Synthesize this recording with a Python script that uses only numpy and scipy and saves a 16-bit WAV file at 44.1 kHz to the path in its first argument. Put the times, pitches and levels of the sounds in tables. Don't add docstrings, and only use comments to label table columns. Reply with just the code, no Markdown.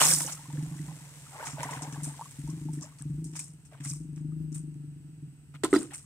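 import sys
import numpy as np
from scipy import signal
from scipy.fft import rfft, irfft
from scipy.io import wavfile

SR = 44100
rng = np.random.default_rng(int(sys.argv[2]) if len(sys.argv) > 2 else 0)


def to_wav(s):
    ch = np.atleast_2d(s).T
    pcm = np.round(np.clip(ch, -1, 1) * 32767)
    wavfile.write(sys.argv[1], SR, pcm.astype(np.int16))


N = 266804

# (t/s, spray hold/s, spray level/dB, weight level/dB)
THROWS = [(0, 0.12, -23.3, -23.5), (.014, .003, -32, -28.5), (.072, .02, -36, -33),
          (0.199, 0.0043, -32, -44), (0.274, 0.03, -46, -42)]
LAND_S, SPRAY_FALL_S, WEIGHT_FALL_S = 0.0022, 0.06, 0.062
# (f/Hz, level/dB)
SPRAY_SPECTRUM = [(2060, -50), (3500, -24), (4840, -18), (5290, -9.5), (6700, -8), (8470, -3),
                  (11900, -15.5), (14600, -17.5), (15500, -23), (16000, -31.5)]
# (f/Hz, level/dB)
SLAP_SPECTRUM = [(200, -14), (450, -12), (900, -4), (1400, -4), (2200, -6), (3200, -8), (4500, -8),
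                 (7000, -41.5)]

# (start t/s, rise/s, hold/s, level/dB, fall time constant/s)
SEEPAGE = (0.15, 0.01, 2.18, -55.5, 0.53)
# (start t/s, rise/s, hold/s, level/dB, fall time constant/s)
RUNOFF = (0.36, 0.1, 0.3, -59, 1.25)
# (start t/s, rise/s, level/dB, fall time constant/s)
SLOSHES = [(.56, .015, -56, .06), (.875, .015, -55, 0.04), (1.3, 0.14, -41, 0.06),
           (1.555, 0.08, -37.5, 0.08), (1.69, .03, -45, .13), (1.82, .03, -50, .05), (1.94, .02, -51, .06),
           (2.032, 0.038, -52.5, 0.08), (2.47, .02, -60, .12), (2.79, 0.045, -55, 0.062),
           (3.705, 0.029, -56.5, 0.033)]
# (f/Hz, level/dB)
FIZZ_SPECTRUM = [(1180, -11), (2000, -5), (2440, -8), (4820, -10), (5580, -6.5), (6250, -6.5), (8330, 0.5),
                 (9090, -5), (11300, -10.5), (14900, -19), (16000, -21)]
# (f/Hz, level/dB)
LAPPING_SPECTRUM = [(250, -12), (470, -3), (650, -4.5), (920, 4), (1300, -4.5), (1900, -6), (3000, -18),
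                    (4500, -24)]
# (t/s, level/dB, f/Hz)
BUBBLES = [(.017, -22, 1000), (.06, -29, 770), (.109, -34, 500), (.206, -32, 940), (.233, -38, 900),
           (.245, -39, 1650), (.246, -40, 500), (.277, -36, 810), (.285, -38, 1050), (.372, -45, 1250),
           (.392, -44, 866), (.455, -44, 1000), (.502, -40, 873), (0.554, -48, 486), (.573, -46, 1610),
           (.79, -43, 1880), (.885, -46, 950), (.912, -47, 800), (1.265, -45, 1260), (1.32, -46, 800),
           (1.337, -46, 1370), (1.356, -40, 824), (1.402, -38, 590), (1.427, -29.5, 885), (1.441, -35, 900),
           (1.456, -38, 1200), (1.484, -38, 1250), (1.572, -41, 920), (1.582, -34, 630), (1.603, -36, 900),
           (1.617, -37, 590), (1.632, -24, 940), (1.654, -34, 710), (1.69, -35, 955), (1.709, -38, 1100),
           (1.749, -39, 900), (1.757, -40, 740), (1.772, -40, 1010), (1.793, -37, 900), (1.81, -41, 700),
           (1.835, -40, 720), (1.85, -37, 799), (1.866, -39, 860), (1.943, -39, 1610), (1.957, -39, 810),
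           (2.193, -33, 840), (2.211, -28.5, 904), (2.219, -35, 1080), (2.257, -39, 1065),
           (2.476, -44, 896), (2.686, -40.5, 840), (2.788, -49, 1740), (2.84, -46, 590), (2.87, -50.5, 876),
           (2.922, -51, 1090), (3.013, -49, 1600), (3.397, -35.5, 2330), (3.724, -47, 610),
           (3.748, -51, 660), (3.745, -50, 1450), (3.847, -45, 1300), (3.854, -40, 1980), (3.92, -45, 2300),
           (4.32, -56.5, 1190), (5.908, -42, 1780), (5.922, -45, 800)]
BUBBLE_CYCLES = 40

# (t/s, level/dB, rise/s, fall time constant/s,
# wet body level/dB and coarse sand level/dB, both relative to the fine grit)
SWEEPS = [(.314, -43.5, .013, 0.014, -22, 5.5), (1.448, -43.5, .015, 0.047, -2.5, 4),
          (1.629, -43, 0.0037, 0.014, 0, 0.5), (1.705, -51, .005, 0.074, 2, 2.5),
          (1.817, -46.5, 0.0099, 0.012, -32, 5.5), (1.923, -54, .004, 0.013, 3.5, 8),
          (2.028, -36.3, 0.007, 0.038, -25, -24), (2.496, -58, 0.0084, 0.0071, -25, 8),
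          (2.732, -51.5, 0.0031, 0.047, -13, -9), (2.806, -56, 0.022, 0.018, -11, 12.5),
          (2.983, -58, 0.011, 0.037, -2.5, 0), (3.241, -50, .003, .044, -35, -5),
          (3.328, -61.5, 0.0076, 0.03, 4, 3), (3.351, -43.5, .015, 0.022, -9.5, 1.5),
          (3.389, -40, 0.0044, 0.039, -18, -4), (3.648, -57.5, 0.0067, 0.022, -12, -5),
          (3.709, -71.5, 0.023, 0.053, 11, -4), (3.8, -60, .005, .03, 0, 0),
          (3.829, -42, 0.03, 0.045, -13, -2), (3.882, -43, 0.011, 0.045, -29, -5),
          (4.159, -61.5, 0.0036, 0.033, -2, -1), (4.519, -58.5, .006, .02, -13, 3),
          (4.54, -43.5, .008, 0.032, -17, -16), (5.537, -65, 0.012, 0.016, 11, 1),
          (5.69, -50, .025, .025, -22, -12), (5.783, -44, 0.0045, 0.05, -6.5, -6.5),
          (5.904, -59, .004, 0.024, 7, -23), (5.929, -43, 0.012, 0.045, -13, -11)]
# (f/Hz, level/dB)
GRIT_SPECTRUM = [(1500, -34), (3000, -19.5), (4500, -15), (5800, -7), (7200, -1), (8500, 10.5),
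                 (9700, -3.5), (12000, -14.5), (16000, -25)]
# (f/Hz, level/dB)
SAND_SPECTRUM = [(2500, -32), (4600, -13.5), (5400, 0.5), (6500, -1.5), (7500, 3), (9500, -37.5)]
# (f/Hz, level/dB)
WET_SPECTRUM = [(300, -30.5), (600, -3.5), (1100, -1), (1700, -0.5), (2400, 1), (3800, -5.5), (6000, -20)]
# (t/s, level/dB, low crack level/dB relative to the tick, ring f/Hz)
CLICKS = [(0.0165, -12, 5, 2900), (0.023, -13, -1, 5500), (.045, -19, -5, 2400), (.0615, -13, -12, 7000),
          (0.1372, -6, -20, 5800), (.1865, -14, -18, 7400), (.206, -23, 0, 5200), (0.264, -22, -25, 6900),
          (.328, -28, -25, 6600), (.354, -28, -22, 9500), (.29, -31, -4, 4300), (.528, -34, -7.5, 8000),
          (.873, -38, -15, 8000), (1.4544, -27, -20, 7000), (1.4753, -29, -8, 6200), (1.488, -30, -6, 7000),
          (1.606, -36, 4, 5000), (1.6315, -25, 0, 6300), (1.686, -32, -15, 7800), (1.71, -29, -15, 7500),
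          (1.821, -30, -25, 7000), (2.0355, -25, -30, 8800), (2.089, -30, -25, 8800),
          (2.229, -33, -21, 8200), (2.311, -35, -24, 7000), (2.392, -40, -26, 8000),
          (2.478, -38, -12, 6000), (2.504, -36, -20, 5800), (2.733, -34, -15, 8500),
          (2.743, -37, -20, 9000), (2.811, -34, -10, 6000), (2.831, -30, -25, 6300),
          (2.861, -37, -20, 7200), (2.987, -40, -12, 4660), (3.0225, -25, -26, 8500),
          (3.2435, -28, -30, 8300), (3.316, -38, -20, 8200), (3.364, -29, -10, 5800),
          (3.395, -26, -25, 7300), (3.403, -24, -25, 6800), (3.442, -31, -22, 8400),
          (3.482, -36, -22, 8300), (3.536, -41, -20, 8600), (3.652, -46, -15, 8200), (3.85, -23, -18, 7200),
          (3.899, -25, -25, 9000), (3.936, -28, -22, 7600), (4.132, -49, -12, 7500), (4.52, -44, -12, 6500),
          (4.545, -33, -20, 7800), (4.743, -44.5, -15, 8000), (5.646, -16, -12, 8300),
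          (5.737, -19, -20, 9200), (5.794, -30, -25, 8500), (5.831, -28, -20, 8400),
          (5.937, -28, -25, 9000), (5.948, -25, -15, 6000), (5.98, -30, -25, 8600)]

# (t/s, thud level/dB, thud f/Hz, wall ring level/dB, favoured wall f/Hz, crack level/dB)
KNOCKS = [(5.541, -62, 330, -41, 1300, -66), (5.553, -60, 330, -41, 1300, -66),
          (5.635, -22, 410, -19, 1100, -33), (5.6365, -40, 400, -17, 2050, -33),
          (5.6395, -18, 340, -24, 900, -40), (5.646, -30, 310, -19, 3600, -30),
          (5.648, -27, 300, -16, 1000, -36), (5.654, -26, 300, -19, 1100, -42),
          (5.7286, -10, 352, -15, 2050, -42), (5.7295, -40, 350, -16, 1200, -44),
          (5.7387, -10.5, 342, -12.5, 1330, -35), (5.7493, -19, 335, -18, 1400, -34),
          (5.753, -35, 335, -21, 1400, -37), (5.7597, -17, 315, -15, 1850, -35),
          (5.7629, -14.5, 315, -32, 1240, -37), (5.776, -34, 300, -38, 1240, -43),
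          (5.79, -30, 283, -42, 700, -50), (5.815, -38, 300, -36, 1450, -55),
          (5.826, -33, 310, -39, 1400, -55), (5.852, -38, 347, -44, 1400, -62)]
# (f/Hz, level/dB, t60/s)
WALL_MODES = [(505, -10, .05), (634, -15, .05), (710, -12, 0.053), (877, -11, .05), (1040, -6, 0.04),
              (1240, -9, 0.043), (1325, -7, .035), (1445, -8, 0.04), (1600, -10, 0.024), (1860, -9, .022),
              (2050, -7, 0.022), (2850, -13, 0.02), (3250, -16, .02), (3600, -14, .022), (4200, -19, .022)]
# (f/Hz, level/dB)
CRACK_SPECTRUM = [(200, -6), (600, 0), (1400, 3), (2400, -3), (3200, -1), (4000, 0), (6000, -6), (8500, 2),
                  (10500, -8.5), (16000, -24)]
# (f/Hz, level/dB)
HOLLOW_SPECTRUM = [(120, -25), (220, -17), (295, 0), (370, -8), (520, -24.5), (1200, -43), (3000, -56.5)]
# (t/s, level/dB, f/Hz)
HANDLE_CLINKS = [(5.744, -40, 5600), (5.7445, -36, 3950), (5.758, -40, 3950), (5.7665, -30, 4830),
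                 (5.7825, -40, 3970)]

# (t/s, firings per s)
ENGINE_SPEED = [(0.0, 24.59), (0.09, 26.73), (0.439, 19.64), (0.802, 24.72), (1.042, 20.66), (1.315, 15.38),
                (1.836, 18.24), (2.026, 21.79), (2.339, 17.0), (2.497, 22.49), (2.685, 26.0),
                (2.974, 19.26), (3.261, 28.35), (3.556, 20.57), (3.794, 16.79), (4.075, 24.84),
                (4.388, 26.07), (5.071, 23.59), (5.261, 19.59), (6.05, 14.25)]
# (start t/s, length/s, boom level/dB, its change/(dB/s),
# bark level/dB relative to the boom, its change/(dB/s), closing time constant/s)
SURGES = [(-.04, 0.29, -39, -6, -8, -12, .05), (0.462, 0.18, -36.5, 22, -12.5, 0, .05),
          (0.673, 0.24, -35.5, -21, -12, 0, .05), (1.437, 0.63, -42, 5.5, -11, 6, .04),
          (2.344, 0.2, -38, 15, -11, 0, .045), (2.586, 0.2, -35, -16, -9, 14, .05),
          (2.979, .12, -39, 55, -13, -10, .04), (3.11, 0.16, -34.5, -36, -11, 35, .085),
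          (3.775, .13, -37, 16, -12, 10, .04), (3.93, .48, -42, 9, -9.5, -2, .05),
          (4.397, 0.71, -37.7, -14, -9, -5, .04), (5.186, 0.07, -41, 0, -10, 0, .05),
          (5.5, .05, -45, 0, -15, 0, .04)]
# (f/Hz at cruising speed, level/dB, t60/s, rise time constant/s)
BOOM_MODES = [(55, -28, 0.27, 0.023), (121, -5, 0.028, 0.0036), (149.9, -2.4, 0.185, 0.0055)]
# (f/Hz at cruising speed, level/dB, t60/s, rise time constant/s)
BARK_MODES = [(265.7, 0, 0.055, 0.0042), (292.3, 4.5, 0.066, 0.011), (380, -17, 0.059, 0.003)]
# (f/Hz, level/dB)
FLOW_SPECTRUM = [(20, -27), (38, -20), (54, -2), (75, -16), (120, -16), (200, -7), (300, -8), (400, -20),
                 (800, -59)]
# (t/s, left minus right level/dB, left delay/ms)
ENGINE_PAN = [(0, 1, -.1), (1.5, -4.5, -.13), (1.95, 2.5, -.13), (3.6, .5, -.1), (4.45, 5, .38),
              (5.3, -1, .36), (6.05, 0, 0)]
IDLE_DB, IDLE_BARK_DB = -51.5, -14.5
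IDLE_PER_S, COAST_DB = 18.9, 0.58
OPEN_S = 0.041
FIRST_TURN = .713

# (f/Hz, level/dB)
HISS_SPECTRUM = [(260, -38.5), (450, -0.5), (515, -19.5), (694, -9.5), (1220, -14.5), (1340, -8.5),
                 (2360, -13), (2660, -7.5), (3490, -16.5), (4490, -15.5), (7140, -16), (8170, -2),
                 (9070, -14), (14800, -23.5), (16000, -27)]
AIR_DB = -66.5
# (f/Hz, level/dB)
RUMBLE_SPECTRUM = [(15, -38), (50, -2), (80, -.5), (140, 10), (200, -6), (320, -11), (500, -24), (900, -42)]
# (peak t/s, width/s, level/dB)
RUMBLE_SWELLS = [(.1, .025, -55), (.68, .025, -58), (.89, .02, -56), (1.79, .025, -59), (2.46, .045, -52),
                 (2.63, .03, -55), (3.04, .025, -58), (3.18, .045, -49), (4.01, .03, -54), (4.42, .04, -48),
                 (5.67, .03, -53)]
# (f/Hz, level/dB)
DEEP_SPECTRUM = [(25, -38), (42, -12), (54, 0), (68, -6), (100, -18), (250, -55)]
# (f/Hz, likeness)
LIKENESS = [(50, 0.8), (300, 0.78), (700, 0.8), (1400, 0.7), (2500, 0.38), (5000, 0.22), (16000, 0.084)]
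EDGE_HZ = 15800


def throw(spray_db=0.2, slap_db=-4.5, bubbles_db=-6, pings_db=-7, patter_db=-7.5):
    spray = np.sqrt(sum(swell(s, LAND_S, hold, db, SPRAY_FALL_S) ** 2 for s, hold, db, _ in THROWS))
    weight = np.sqrt(sum(swell(s, LAND_S, 0, db, WEIGHT_FALL_S) ** 2 for s, _, _, db in THROWS))
    drops = amp(spray_db) * crackle(per_s=3000, spread_db=0.3, fall_s=0.0004, wash=0.1)
    drops = drops + amp(pings_db) * droplets(per_s=600, cycles=25, low_hz=3500)
    slap = amp(slap_db) * colour(crackle(per_s=500, spread_db=1.5, fall_s=.0006, wash=0.08), SLAP_SPECTRUM)
    patter = amp(patter_db) * droplets(per_s=500, cycles=24, low_hz=1300)
    bubbles = burble(per_s=500, cycles=24, glide=0.076)
    froth = amp(bubbles_db) * evened(colour(bubbles, SLAP_SPECTRUM))
    splash = ports(spray * colour(drops, SPRAY_SPECTRUM) + weight * (slap + patter))
    return (splash + weight * froth) * amp([[-.8], [.8]])


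def shallows(fizz_db=2.6, bubbles_db=-3.5, wash_db=-8, stirred_fizz_db=-14):
    stirred = stirring()
    seeping = np.hypot(swell(*SEEPAGE), amp(stirred_fizz_db) * stirred)
    motion = np.hypot(swell(*RUNOFF), stirred)
    fizz_grains = crackle(per_s=650, spread_db=1.5, fall_s=0.00031, wash=1.0)
    fizz = amp(fizz_db) * seeping * colour(fizz_grains, FIZZ_SPECTRUM)
    wash_grains = crackle(per_s=420, spread_db=0.5, fall_s=0.006, wash=0.41)
    wash = amp(wash_db) * colour(wash_grains, LAPPING_SPECTRUM)
    bubbles = burble(per_s=420, cycles=42, glide=0.26)
    froth = amp(bubbles_db) * evened(colour(bubbles, LAPPING_SPECTRUM))
    return (ports(fizz + motion * wash) + motion * froth) * amp([[.5], [-.5]])


def stirring():
    return sum(swell(s, rise, 0, db, fall) for s, rise, db, fall in SLOSHES)


def drips(drip_db=-12, click_db=-11.5):
    motion = np.hypot(swell(*RUNOFF), stirring())
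    plinks = amp(drip_db) * evened(colour(burble(per_s=130, cycles=22, glide=0.24), WET_SPECTRUM))
    drops = crackle(per_s=130, spread_db=3, fall_s=0.0005, wash=0)
    ticks = amp(click_db) * ports(colour(drops, WET_SPECTRUM))
    return motion * (plinks + ticks)


def plops(glide=0.29):
    out = np.zeros(N)
    for s, db, hz in BUBBLES:
        add(out, s, amp(db) * bubble(hz, BUBBLE_CYCLES / hz, glide))
    return out * amp([[.5], [-.5]])


def sweeps(grit_db=1.6, sand_db=-.7, wet_db=.5, settle_db=-22, settle_s=0.12, pings_db=-8, plinks_db=-6):
    grit, sand, wet, loose = np.zeros((4, N))
    t = seconds(count=14000)
    for s, db, rise, fall, body_db, coarse_db in SWEEPS:
        stroke = amp(db) * np.minimum(t / rise, 1) * np.exp(-np.maximum(t - rise, 0) / fall)
        add(grit, s, stroke)
        add(sand, s, amp(coarse_db) * stroke)
        add(wet, s, amp(body_db) * stroke)
        add(loose, s + rise, amp(db + settle_db) * np.exp(-t / settle_s))
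    fine = colour(grit * crackle(per_s=870, spread_db=3, fall_s=0.0008, wash=0.4), GRIT_SPECTRUM)
    coarse = colour(sand * crackle(per_s=550, spread_db=.3, fall_s=0.0006, wash=0.11), SAND_SPECTRUM)
    ping_tone = evened(colour(droplets(per_s=300, cycles=40, low_hz=3500), SPRAY_SPECTRUM))
    pings = amp(pings_db) * np.hypot(grit, sand) * ping_tone
    water = colour(wet * crackle(per_s=300, spread_db=2.5, fall_s=0.0012, wash=0.15), WET_SPECTRUM)
    plink_tone = evened(colour(droplets(per_s=200, cycles=28, low_hz=900), WET_SPECTRUM))
    plinks = amp(plinks_db) * wet * plink_tone
    settling = loose * colour(crackle(per_s=300, spread_db=2, fall_s=.0007, wash=.2), GRIT_SPECTRUM)
    showers = amp(grit_db) * fine + amp(sand_db) * coarse + amp(wet_db) * water
    return ports(showers + pings + plinks + settling) * amp([[.7], [-.7]])


def clicks(fall_s=0.0006, click_db=-5, snap_db=4, ring_db=-6.5, ring_cycles=30):
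    tick, crack, ping = np.zeros((3, 2, N))
    t = seconds(count=600)
    for s, db, low_db, hz in CLICKS:
        scatter = np.exp(-t / fall_s) * rng.standard_normal((2, len(t)))
        snap = amp(snap_db) * (t == 0)
        burst = amp(db + click_db) * (scatter + snap)
        add(tick, s, burst)
        add(crack, s, amp(low_db) * burst)
        decay = amp(db + ring_db - 60 * t * hz / ring_cycles)
        add(ping, s, decay * np.sin(2 * np.pi * (hz * t + rng.random((2, 1)))))
    return ports(colour(tick, GRIT_SPECTRUM) + colour(crack, WET_SPECTRUM) + ping)


def bucket(thud_s=0.0038, flex_s=.0006, crack_s=0.007, tail_db=-19, tail_s=0.058, wall_db=-2.3,
           grit_db=1, hollow_db=-20, hollow_s=0.043, focus_octaves=.22, other_modes=.28):
    body, shudder_power, grit_power = np.zeros((3, N))
    t = seconds(count=12000)
    u = t / thud_s
    for s, db, thud_hz, ring_db, focus_hz, crack_db in KNOCKS:
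        thud = u * np.exp((1 - u ** 2) / 2) * np.sin(2 * np.pi * thud_hz * t)
        octaves_away = np.log2(np.transpose(WALL_MODES)[0] / focus_hz)
        near = np.exp(-(octaves_away / focus_octaves) ** 2)
        shares = rng.choice([-1, 1], len(WALL_MODES)) * np.maximum(near, other_modes)
        wall = sum(share * amp(mode_db - 60 * t / t60) * np.sin(2 * np.pi * hz * t)
                   for share, (hz, mode_db, t60) in zip(shares, WALL_MODES))
        ring = amp(ring_db + wall_db) * (1 - np.exp(-t / flex_s)) * wall
        add(body, s, amp(db) * thud + ring)
        add(shudder_power, s, (amp(db + hollow_db) * np.exp(-t / hollow_s)) ** 2)
        scrape = np.exp(-t / crack_s) + amp(tail_db) * np.exp(-t / tail_s)
        add(grit_power, s, (amp(crack_db + grit_db) * scrape) ** 2)
    hollow = colour(np.sqrt(shudder_power) * rng.standard_normal((2, N)), HOLLOW_SPECTRUM)
    grains = crackle(per_s=1200, spread_db=1, fall_s=.0005, wash=.4)
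    rattle = colour(np.sqrt(grit_power) * grains, CRACK_SPECTRUM)
    return (body + ports(rattle + hollow)) * amp([[-1], [1]])


def handle(t60=.028):
    out, t = np.zeros(N), seconds(count=2500)
    for s, db, hz in HANDLE_CLINKS:
        add(out, s, amp(db - 60 * t / t60) * np.sin(2 * np.pi * hz * t))
    return out * amp([[-1], [1]])


def engine(boom_db=0, bark_db=0, uneven_db=1.1, heat=0.16, waver=0.016, flow_db=-25, puff_s=.012,
           cruise_per_s=22.4, far_hz=470):
    t, out, puffs = seconds(N), np.zeros(N), np.zeros(N)
    speed = np.interp(t, *np.transpose(ENGINE_SPEED))
    boom_gain, bark_gain = throttle(speed)
    turns = np.cumsum(speed) / SR + FIRST_TURN
    fired = np.flatnonzero(np.diff(np.floor(turns)))
    flow = rng.standard_normal((1, N))
    for i, (a, b, c, d) in zip(fired, rng.standard_normal((len(fired), 4))):
        stretch = (speed[i] / cruise_per_s) ** heat * (1 + waver * c)
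        boom = boom_gain[i] * amp(boom_db + uneven_db * a) * exhaust(BOOM_MODES, stretch)
        bark_ring = exhaust(BARK_MODES, stretch * (1 + waver * d))
        bark = bark_gain[i] * amp(bark_db + 2 * uneven_db * b) * bark_ring
        add(out, t[i], boom - bark)
        add(puffs, t[i], boom_gain[i] * np.exp(-seconds(count=3000) / puff_s))
    out = out + amp(flow_db) * colour(puffs * flow, FLOW_SPECTRUM)[0]
    distance_loss = np.hypot(1, (np.fft.rfftfreq(N, 1 / SR) / far_hz) ** 6)
    out = irfft(rfft(out) / distance_loss, N)
    at, pan_db, late_ms = np.transpose(ENGINE_PAN)
    left = np.interp(t - np.interp(t, at, late_ms) / 1000, t, out)
    return np.array([left, out]) * amp(np.outer([.5, -.5], np.interp(t, at, pan_db)))


def throttle(speed):
    t = seconds(N)
    boom = amp(IDLE_DB + COAST_DB * (speed - IDLE_PER_S))
    bark = amp(IDLE_BARK_DB) * boom
    for start, length, db, db_per_s, bark_db, bark_db_per_s, close_s in SURGES:
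        opened = np.clip(t - start, 0, length)
        surge = swell(start, OPEN_S, length - OPEN_S, db, close_s) * amp(db_per_s * opened)
        boom = np.maximum(boom, surge)
        bark = np.maximum(bark, amp(bark_db + bark_db_per_s * opened) * surge)
    return boom, bark


def exhaust(modes, stretch):
    t = seconds(count=8000)
    ring = sum(amp(db - 60 * t / t60) * (1 - np.exp(-t / rise)) ** 2 * np.sin(2 * np.pi * hz * stretch * t)
               for hz, db, t60, rise in modes)
    return ring / np.std(ring[:1600])


def air(rumble_db=-57.5, hiss_db=-1.2):
    hiss, rumble, deep = rng.standard_normal((3, 2, N))
    t = seconds(N)
    swells = sum(amp(db) * np.exp(-((t - s) / width) ** 2 / 2) for s, width, db in RUMBLE_SWELLS)
    hiss = amp(AIR_DB + hiss_db) * colour(hiss, HISS_SPECTRUM)
    rumble = amp(rumble_db) * colour(rumble, RUMBLE_SPECTRUM)
    return ports(hiss + rumble + swells * colour(deep, DEEP_SPECTRUM))


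def trill(trill_db=-73, centre_hz=8150, sweep_hz=260, per_s=13, width_hz=160, count=3):
    t, out = seconds(N), np.zeros((2, N))
    r = np.exp(-np.pi * width_hz / SR)
    for pace, start in rng.uniform([.75, 0], [1.25, 1], (count, 2)):
        sway = np.sin(2 * np.pi * (per_s * pace * t + start))
        noise = rng.standard_normal((2, N)) + 1j * rng.standard_normal((2, N))
        fuzz = signal.sosfilt([[1 - r, 0, 0, 1, -r, 0]] * 2, noise)
        cycles = np.cumsum(centre_hz + sweep_hz * sway) / SR
        out += (fuzz * np.exp(2j * np.pi * cycles)).real
    return amp(trill_db) * ports(evened(out))


def crackle(per_s, spread_db, fall_s, wash):
    power = signal.lfilter([1], [1, -np.exp(-1 / (fall_s * SR))], impacts(per_s, spread_db) ** 2)
    envelope = np.sqrt(power / power.mean() + abs(wash))
    return evened(envelope * rng.standard_normal((2, N)))


def droplets(per_s, cycles, low_hz):
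    out, t = np.zeros((2, N)), seconds(count=400)
    sizes = impacts(per_s, 4)
    pitch, phase = rng.random(N), rng.random((2, N))
    for i in np.flatnonzero(sizes):
        hz = low_hz * 2 ** (2 * pitch[i])
        ping = amp(-60 * t * hz / cycles) * np.sin(2 * np.pi * (hz * t + phase[:, i, None]))
        add(out, i / SR, sizes[i] * ping)
    return evened(out)


def burble(per_s, cycles, glide):
    out = np.zeros((2, N))
    sizes = impacts(per_s, 3)
    pitch, side, sign = rng.random((3, N))
    for i in np.flatnonzero(sizes):
        hz = 400 * 10 ** pitch[i]
        ring = np.sign(sign[i] - .5) * sizes[i] * hz * bubble(hz, cycles / hz, glide)
        add(out[0], i / SR, ring)
        add(out[1], i / SR + .0003 * side[i], ring)
    return evened(out)


def bubble(hz, t60, glide):
    t = seconds(count=4000)
    cycles = hz * (t + glide * t * t / t60 / 2)
    return (1 - np.exp(-t / .0008)) * amp(-60 * t / t60) * np.sin(2 * np.pi * cycles)


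def impacts(per_s, spread_db):
    return amp(spread_db * np.minimum(rng.exponential(1, N), 4)) * (rng.random(N) < per_s / SR)


def swell(start, rise, hold, db, fall):
    t = seconds(N) - start
    return amp(db) * np.clip(t / rise, 0, 1) * np.exp(-np.maximum(t - rise - hold, 0) / fall)


def colour(x, spectrum):
    level_db = np.maximum(read(spectrum, abs(np.fft.fftfreq(4096, 1 / SR))), -100)
    log_gain = np.log(amp(level_db))
    taps = np.fft.ifft(np.exp(np.conj(signal.hilbert(log_gain)))).real[:2048]
    return signal.oaconvolve(x, taps[None] / np.linalg.norm(taps), axes=1)[:, :N]


def ports(x):
    left, right = rfft(x)
    hz = np.fft.rfftfreq(N, 1 / SR)
    same = np.clip(read(LIKENESS, hz), -1, 1)
    delay = np.exp(-2j * np.pi * hz * .00012)
    return irfft([left, delay * (same * left + np.sqrt(1 - same ** 2) * right)], N)


def add(mix, s, sound):
    part = mix[..., max(round(s * SR), 0):][..., :sound.shape[-1]]
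    part += sound[..., :part.shape[-1]]


def read(points, hz):
    f, value = np.transpose(points)
    return np.interp(np.log(hz + 1), np.log(f + 1), value)


def amp(db):
    return 10 ** (np.asarray(db) / 20)


def evened(x):
    return x / np.sqrt(np.mean(x ** 2) + 1e-20)


def seconds(count):
    return np.arange(count) / SR


def scene():
    water = throw() + shallows() + drips() + plops()
    gravel_and_bucket = sweeps() + clicks() + bucket() + handle()
    return water + gravel_and_bucket + engine() + air() + trill()


def record(dry):
    taps = signal.firwin(401, EDGE_HZ, window=("kaiser", 8), fs=SR)
    return signal.oaconvolve(dry, taps[None], "same")


dry = scene()
out = record(dry)
to_wav(out)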